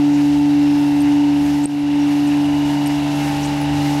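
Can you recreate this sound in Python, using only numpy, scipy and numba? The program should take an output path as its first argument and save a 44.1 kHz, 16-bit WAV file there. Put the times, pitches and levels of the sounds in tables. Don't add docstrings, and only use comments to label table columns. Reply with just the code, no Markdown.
import sys
import numpy as np
from scipy import signal
from scipy.fft import rfft, irfft
from scipy.io import wavfile
from scipy.ndimage import map_coordinates
from numba import njit

SR = 44100
rng = np.random.default_rng(int(sys.argv[2]) if len(sys.argv) > 2 else 0)


def transcribe(signal):
    frames = np.atleast_2d(signal).T
    limited = np.clip(frames, -1, 1)
    pcm = np.round(limited * 32767).astype(np.int16)
    wavfile.write(sys.argv[1], SR, pcm)


N = 176400

# (frequency [Hz], relative density [dB])
RUSH_SPECTRUM = [(20, -11), (45, -1), (80, -0.5), (150, 1.5), (300, 1), (430, -2.5), (520, -3), (700, -0.5),
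                 (880, -1.5), (1100, -6.5), (1500, -4.5), (2000, -4), (2800, -6), (3400, -8), (3900, -8.5),
                 (4400, -10.5), (5300, -11), (7000, -16.5), (9000, -21), (10500, -21.5), (11600, -21.5),
                 (15500, -34)]
# (time [s], body gain [dB], treble gain [dB])
RUSH_GAIN = [(0, -1, -2), (.19, -1.5, 0), (.32, -1.5, 0.5), (.55, -1.5, -1.5), (.82, 0, -1),
             (1.08, -1.5, -1), (1.3, -0.5, -3), (1.47, -0.5, 2), (1.62, -0.5, 0), (1.9, 2, -0.5),
             (2.1, 1.5, 2), (2.45, 1, 0), (2.7, 1.5, 2.5), (3.08, 1.5, 1.5), (3.25, 3.5, 6.5), (3.55, 2, 2),
             (3.72, 2.5, 1), (3.85, 4, 6), (4, 2, 5)]
# (time [s], gain [dB])
TOP_HISS_GAIN = [(0, -0.5), (.65, -1), (.85, 2.5), (1.1, -0.5), (1.42, 1), (1.7, 0.5), (2.0, -1.5),
                 (2.15, 2), (2.45, 0), (3.05, -0.5), (3.3, 0.5), (3.65, -1.5), (3.85, 0.5), (4, -0.5)]
# (start [s], duration [s], crest level [dB])
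PAPER_RUSTLES = [(0.163, .06, -37.5), (1.038, .08, -37), (1.45, 0.048, -38.5), (2.287, 0.076, -36),
                 (2.84, 0.052, -40), (3.192, 0.044, -35.5), (3.27, .05, -35)]
# (start [s], duration [s], frequency [Hz], crest level [dB])
ROLLER_SQUEAKS = [(.58, 0.3, 5170, -50), (1.18, 0.2, 11800, -65), (1.79, 0.045, 10080, -50),
                  (1.99, 0.057, 5600, -42), (2.14, .15, 12550, -56), (2.59, .07, 4800, -45),
                  (2.74, .07, 4700, -47), (3.456, .06, 3990, -40), (3.59, 0.076, 10300, -45)]
# (start [s], initial level [dB])
MECHANISM_TICKS = [(3.6147, -27)]
# (start [s], initial frequency [Hz], peak level [dB])
VALVE_CHIRPS = [(1.006, 9050, -28.5), (1.016, 8500, -28.5), (1.021, 11600, -33), (1.641, 8300, -33),
                (1.657, 8840, -7.5), (2.861, 9200, -26), (2.869, 8500, -23.5), (2.8745, 11600, -26)]
# (start [s], duration [s], centre [Hz], bandwidth [Hz], crest level [dB])
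AIR_PUFFS = [(0.132, 0.037, 5960, 4000, -41), (1.635, 0.014, 7600, 3000, -36.5),
             (2.262, 0.028, 8000, 5000, -41.5), (3.426, 0.022, 5800, 2800, -33),
             (3.44, 0.032, 8000, 5500, -36.5)]
# (frequency [Hz], base level [dB])
MOTOR_TONES = [(69.8, -49), (96.5, -50.5), (120.5, -55.5), (193.2, -48.5), (264, -54), (340, -53.5),
               (888.4, -46.5), (913.2, -47)]
# (frequency [shaft rates], base level [dB])
MESH_TONES = [(107, -64.5), (111, -49), (112, -51), (113, -53.5), (114, -51), (152, -59), (162, -55),
              (168, -65.5)]
# (time [s], gain [dB])
MESH_GAIN = [(0, -3), (.3, -2), (.7, 1.5), (1.25, -1), (1.6, -3), (1.95, 4.5), (2.4, -1.5), (2.7, -1),
             (3.2, 5), (3.45, -2), (3.8, 3.5), (4, -6)]
# (frequency [shaft rates], relative level [dB])
WHINE_TONES = [(119, -5), (120, 1.5), (121, -10), (122, -9.5)]
# (time [s], reference level [dB])
WHINE_SWELL = [(0, -51.5), (.9, -53.5), (1.05, -48.5), (1.28, -45.5), (1.6, -53), (1.9, -44.5), (2.15, -46),
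               (2.65, -42), (3.15, -47), (3.45, -47), (3.8, -43.5), (4, -47)]
# (time [s], place [0 far, 1 midway, 2 near])
MIC_PATH = [(0, 0.035), (1.7, 0.1), (2.6, 0.77), (3.05, 0.8), (3.3, 2), (4, 2)]
# (frequency [pulse rates], relative level [dB])
FAR_HARMONICS = [(1, -30.5), (2, -16), (3, -28.5), (4, 0), (5, -32), (6, -33), (7, -39), (8, -29), (9, -41),
                 (10, -23), (11, -25), (12, -25), (13, -30), (14, -35), (15, -65)]
MIDWAY_HARMONICS = [(1, -24), (2, -12), (3, -28), (4, 0), (5, -27.5), (6, -36), (7, -45), (8, -23.5),
                    (9, -17.5), (10, -17.5), (11, -15), (12, -22), (13, -22.5), (14, -21), (15, -38)]
NEAR_HARMONICS = [(1, -22), (2, -5), (3, -20), (4, 0), (5, -25), (6, -23.5), (7, -31), (8, -18.5), (9, -18),
                  (10, -23), (11, -9), (12, -18), (13, -20), (14, -28), (15, -27)]
# (time [s], level [dB])
HUM_LEVEL = [(0, -28), (1.05, -30.5), (1.25, -31.5), (1.5, -29.5), (2.2, -29.5), (2.85, -27), (3.0, -28.5),
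             (3.18, -25.5), (3.55, -26.5), (3.8, -23), (4, -24)]
DRONE_LEVEL = [(0, -13), (.7, -13.4), (.92, -14), (1.1, -12.5), (1.42, -14.5), (1.6, -16.5), (2.0, -12),
               (2.17, -13.5), (2.33, -13.5), (2.62, -15.5), (2.78, -18), (2.92, -17.5), (3.45, -20.5),
               (3.62, -19.5), (3.75, -17.5), (4, -19)]

SHAFT_HZ, PULSES_PER_TURN = 24.127, 3
TIME = np.arange(N) / SR
BIN_HZ = np.arange(N // 2 + 1) * SR / N


def undb(db):
    return 10 ** (np.asarray(db) / 20)


def unit_rms(x):
    return x / np.sqrt(np.mean(x ** 2))


def curve(table):
    at, *columns = np.array(table, float).T
    return np.squeeze([np.interp(TIME, at, column) for column in columns])


def drift(rate_hz):
    knots = rng.standard_normal(int(rate_hz * N / SR) + 8)
    coarse_time = TIME[::100]
    spline = map_coordinates(knots, [coarse_time * rate_hz + 2 + rng.random()], order=3)
    return 1.13 * np.interp(TIME, coarse_time, spline)


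def band_noise(hz, width_hz):
    rolloff = 1 + (3.1 * (BIN_HZ - hz) / width_hz) ** 4
    return unit_rms(irfft(rfft(rng.standard_normal(N)) / rolloff, N))


def swish(start, length, hz, width_hz, db):
    envelope = np.sin(np.pi * np.clip((TIME - start) / length, 0, 1))
    return undb(db) * envelope * band_noise(hz, width_hz)


def tone(cycles, db, flutter_db, wander_rad):
    amplitude = np.sqrt(2) * undb(db + flutter_db * drift(6.12))
    return amplitude * np.sin(2 * np.pi * cycles + wander_rad * drift(4.066))


@njit
def peak_hold(x, release_s):
    fall = np.exp(-1 / (release_s * SR))
    out, held = np.empty(len(x)), 0.
    for i in range(len(x)):
        held = max(x[i], held * fall) + 1e-18
        out[i] = held
    return out


def hall(direct, t60_s=0.7, tail_db=-33):
    tail = rng.standard_normal(N) * np.exp(-np.log(1000) * TIME / t60_s)
    return direct + undb(tail_db) * signal.fftconvolve(direct, tail / np.linalg.norm(tail))[:N]


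def paper_web(shaft_turns, base_db=-33, body_hz=3060, treble_hz=8000, top_hiss_hz=10000):
    freqs = np.maximum(BIN_HZ, 1)
    at_hz, density_db = np.array(RUSH_SPECTRUM).T
    colour = undb(np.interp(np.log(freqs), np.log(at_hz), density_db))
    noise = unit_rms(irfft(rfft(rng.standard_normal(N)) * colour, N))
    spectrum = rfft(noise)
    body_db, treble_db = curve(RUSH_GAIN)
    swell_db = 0.48 * drift(14)
    rush = np.zeros(N)
    for hz in 20 * 2 ** (np.arange(30) / 3):
        triangle = np.maximum(1 - 3 * abs(np.log2(freqs / hz)), 0)
        band = irfft(spectrum * triangle, N)
        if hz > top_hiss_hz:
            band *= undb(curve(TOP_HISS_GAIN))
        treble_share = np.interp(np.log(hz), np.log([body_hz, treble_hz]), [0, 1])
        band_db = (1 - treble_share) * body_db + treble_share * treble_db
        flicker_db = 0.71 * drift(22.06)
        rush += band * undb(band_db + swell_db + flicker_db)
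    roller_pulse = 1 + 0.064 * np.sin(2 * np.pi * shaft_turns)
    return undb(base_db) * rush * roller_pulse


def rustles(hz=2100, width_hz=2240):
    return sum(swish(start, length, hz, width_hz, db) for start, length, db in PAPER_RUSTLES)


def squeaks(width_hz=320):
    return sum(swish(start, length, hz, width_hz, db) for start, length, hz, db in ROLLER_SQUEAKS)


def ticks(decay_s=0.00026):
    envelope = sum(undb(db) * (TIME >= start) * np.exp(-abs(TIME - start) / decay_s)
                   for start, db in MECHANISM_TICKS)
    return envelope * band_noise(hz=12900, width_hz=6400)


def valves(attack_s=0.0011, decay_s=0.0023, sag_hz_per_s=77000):
    chirps = np.zeros(N)
    for start, hz, db in VALVE_CHIRPS:
        age = np.clip(TIME - start, 0, 0.06)
        envelope = np.minimum(age / attack_s, 1) * np.exp(-np.maximum(age - attack_s, 0) / decay_s)
        cycles = hz * age - sag_hz_per_s * age ** 2 / 2
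        roughness_rad = 0.59 * band_noise(hz=0, width_hz=1600)
        chirps += undb(db) * envelope * np.sin(2 * np.pi * cycles + roughness_rad)
    return chirps + sum(swish(*puff) for puff in AIR_PUFFS)


def motors(throb_hz=861.3, far_db=-48, near_db=-35.5):
    throb_db = np.interp(curve(MIC_PATH), [0, 2], [far_db, near_db])
    throb = tone(throb_hz * TIME, throb_db, flutter_db=0.7, wander_rad=0.19)
    rush_body_db, _ = curve(RUSH_GAIN)
    return throb + sum(tone(hz * TIME, db + 0.49 * rush_body_db, flutter_db=4.8, wander_rad=0.35)
                       for hz, db in MOTOR_TONES)


def gears(shaft_turns):
    mesh_db, whine_db = curve(MESH_GAIN), curve(WHINE_SWELL)
    mesh = sum(tone(order * shaft_turns + rng.random(), db + mesh_db, flutter_db=0.5, wander_rad=0.54)
               for order, db in MESH_TONES)
    whine = sum(tone(order * shaft_turns, db + whine_db, flutter_db=0.4, wander_rad=0.3)
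                for order, db in WHINE_TONES)
    return mesh + whine


def drive(shaft_turns, far_db=-16.5, midway_db=-19.5, near_db=-23.5):
    place = curve(MIC_PATH)
    main_db = {2: curve(HUM_LEVEL), 4: curve(DRONE_LEVEL)}
    out = np.zeros(N)
    for (k, far), (_, midway), (_, near) in zip(FAR_HARMONICS, MIDWAY_HARMONICS, NEAR_HARMONICS):
        cycles = k * PULSES_PER_TURN * shaft_turns
        if k in main_db:
            out += tone(cycles, main_db[k], flutter_db=0.23, wander_rad=0.042)
        else:
            db = np.interp(place, [0, 1, 2], [far + far_db, midway + midway_db, near + near_db])
            offset_cycles = rng.uniform(-0.4095, 0.3024)
            out += tone(cycles + offset_cycles, db, flutter_db=1.0, wander_rad=0.43)
    return out


def scene():
    shaft_hz = SHAFT_HZ * (1 + 0.000998 * drift(7))
    shaft_turns = np.cumsum(shaft_hz) / SR
    steady = drive(shaft_turns) + gears(shaft_turns) + motors() + paper_web(shaft_turns)
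    brief = valves() + squeaks() + ticks() + rustles()
    return (steady + hall(brief))[None]


def record(dry, threshold_db=-20, attack_s=0.0006, cutoff_hz=15700):
    highpass = signal.butter(2, 4000, "high", fs=SR, output="sos")
    treble = signal.sosfilt(highpass, dry[0])
    excess_db = np.maximum(20 * np.log10(abs(treble) + 1e-9) - threshold_db, 0)
    quick_db = 0.64 * peak_hold(excess_db, release_s=0.021)
    slow_db = 0.46 * peak_hold(excess_db, release_s=0.36)
    pole = np.exp(-1 / (attack_s * SR))
    duck_db = signal.lfilter([1 - pole], [1, -pole], quick_db + slow_db)
    lowpass = signal.ellip(10, 0.2, 80, cutoff_hz, fs=SR, output="sos")
    return signal.sosfilt(lowpass, dry * undb(-duck_db))


dry = scene()
out = record(dry)
transcribe(out)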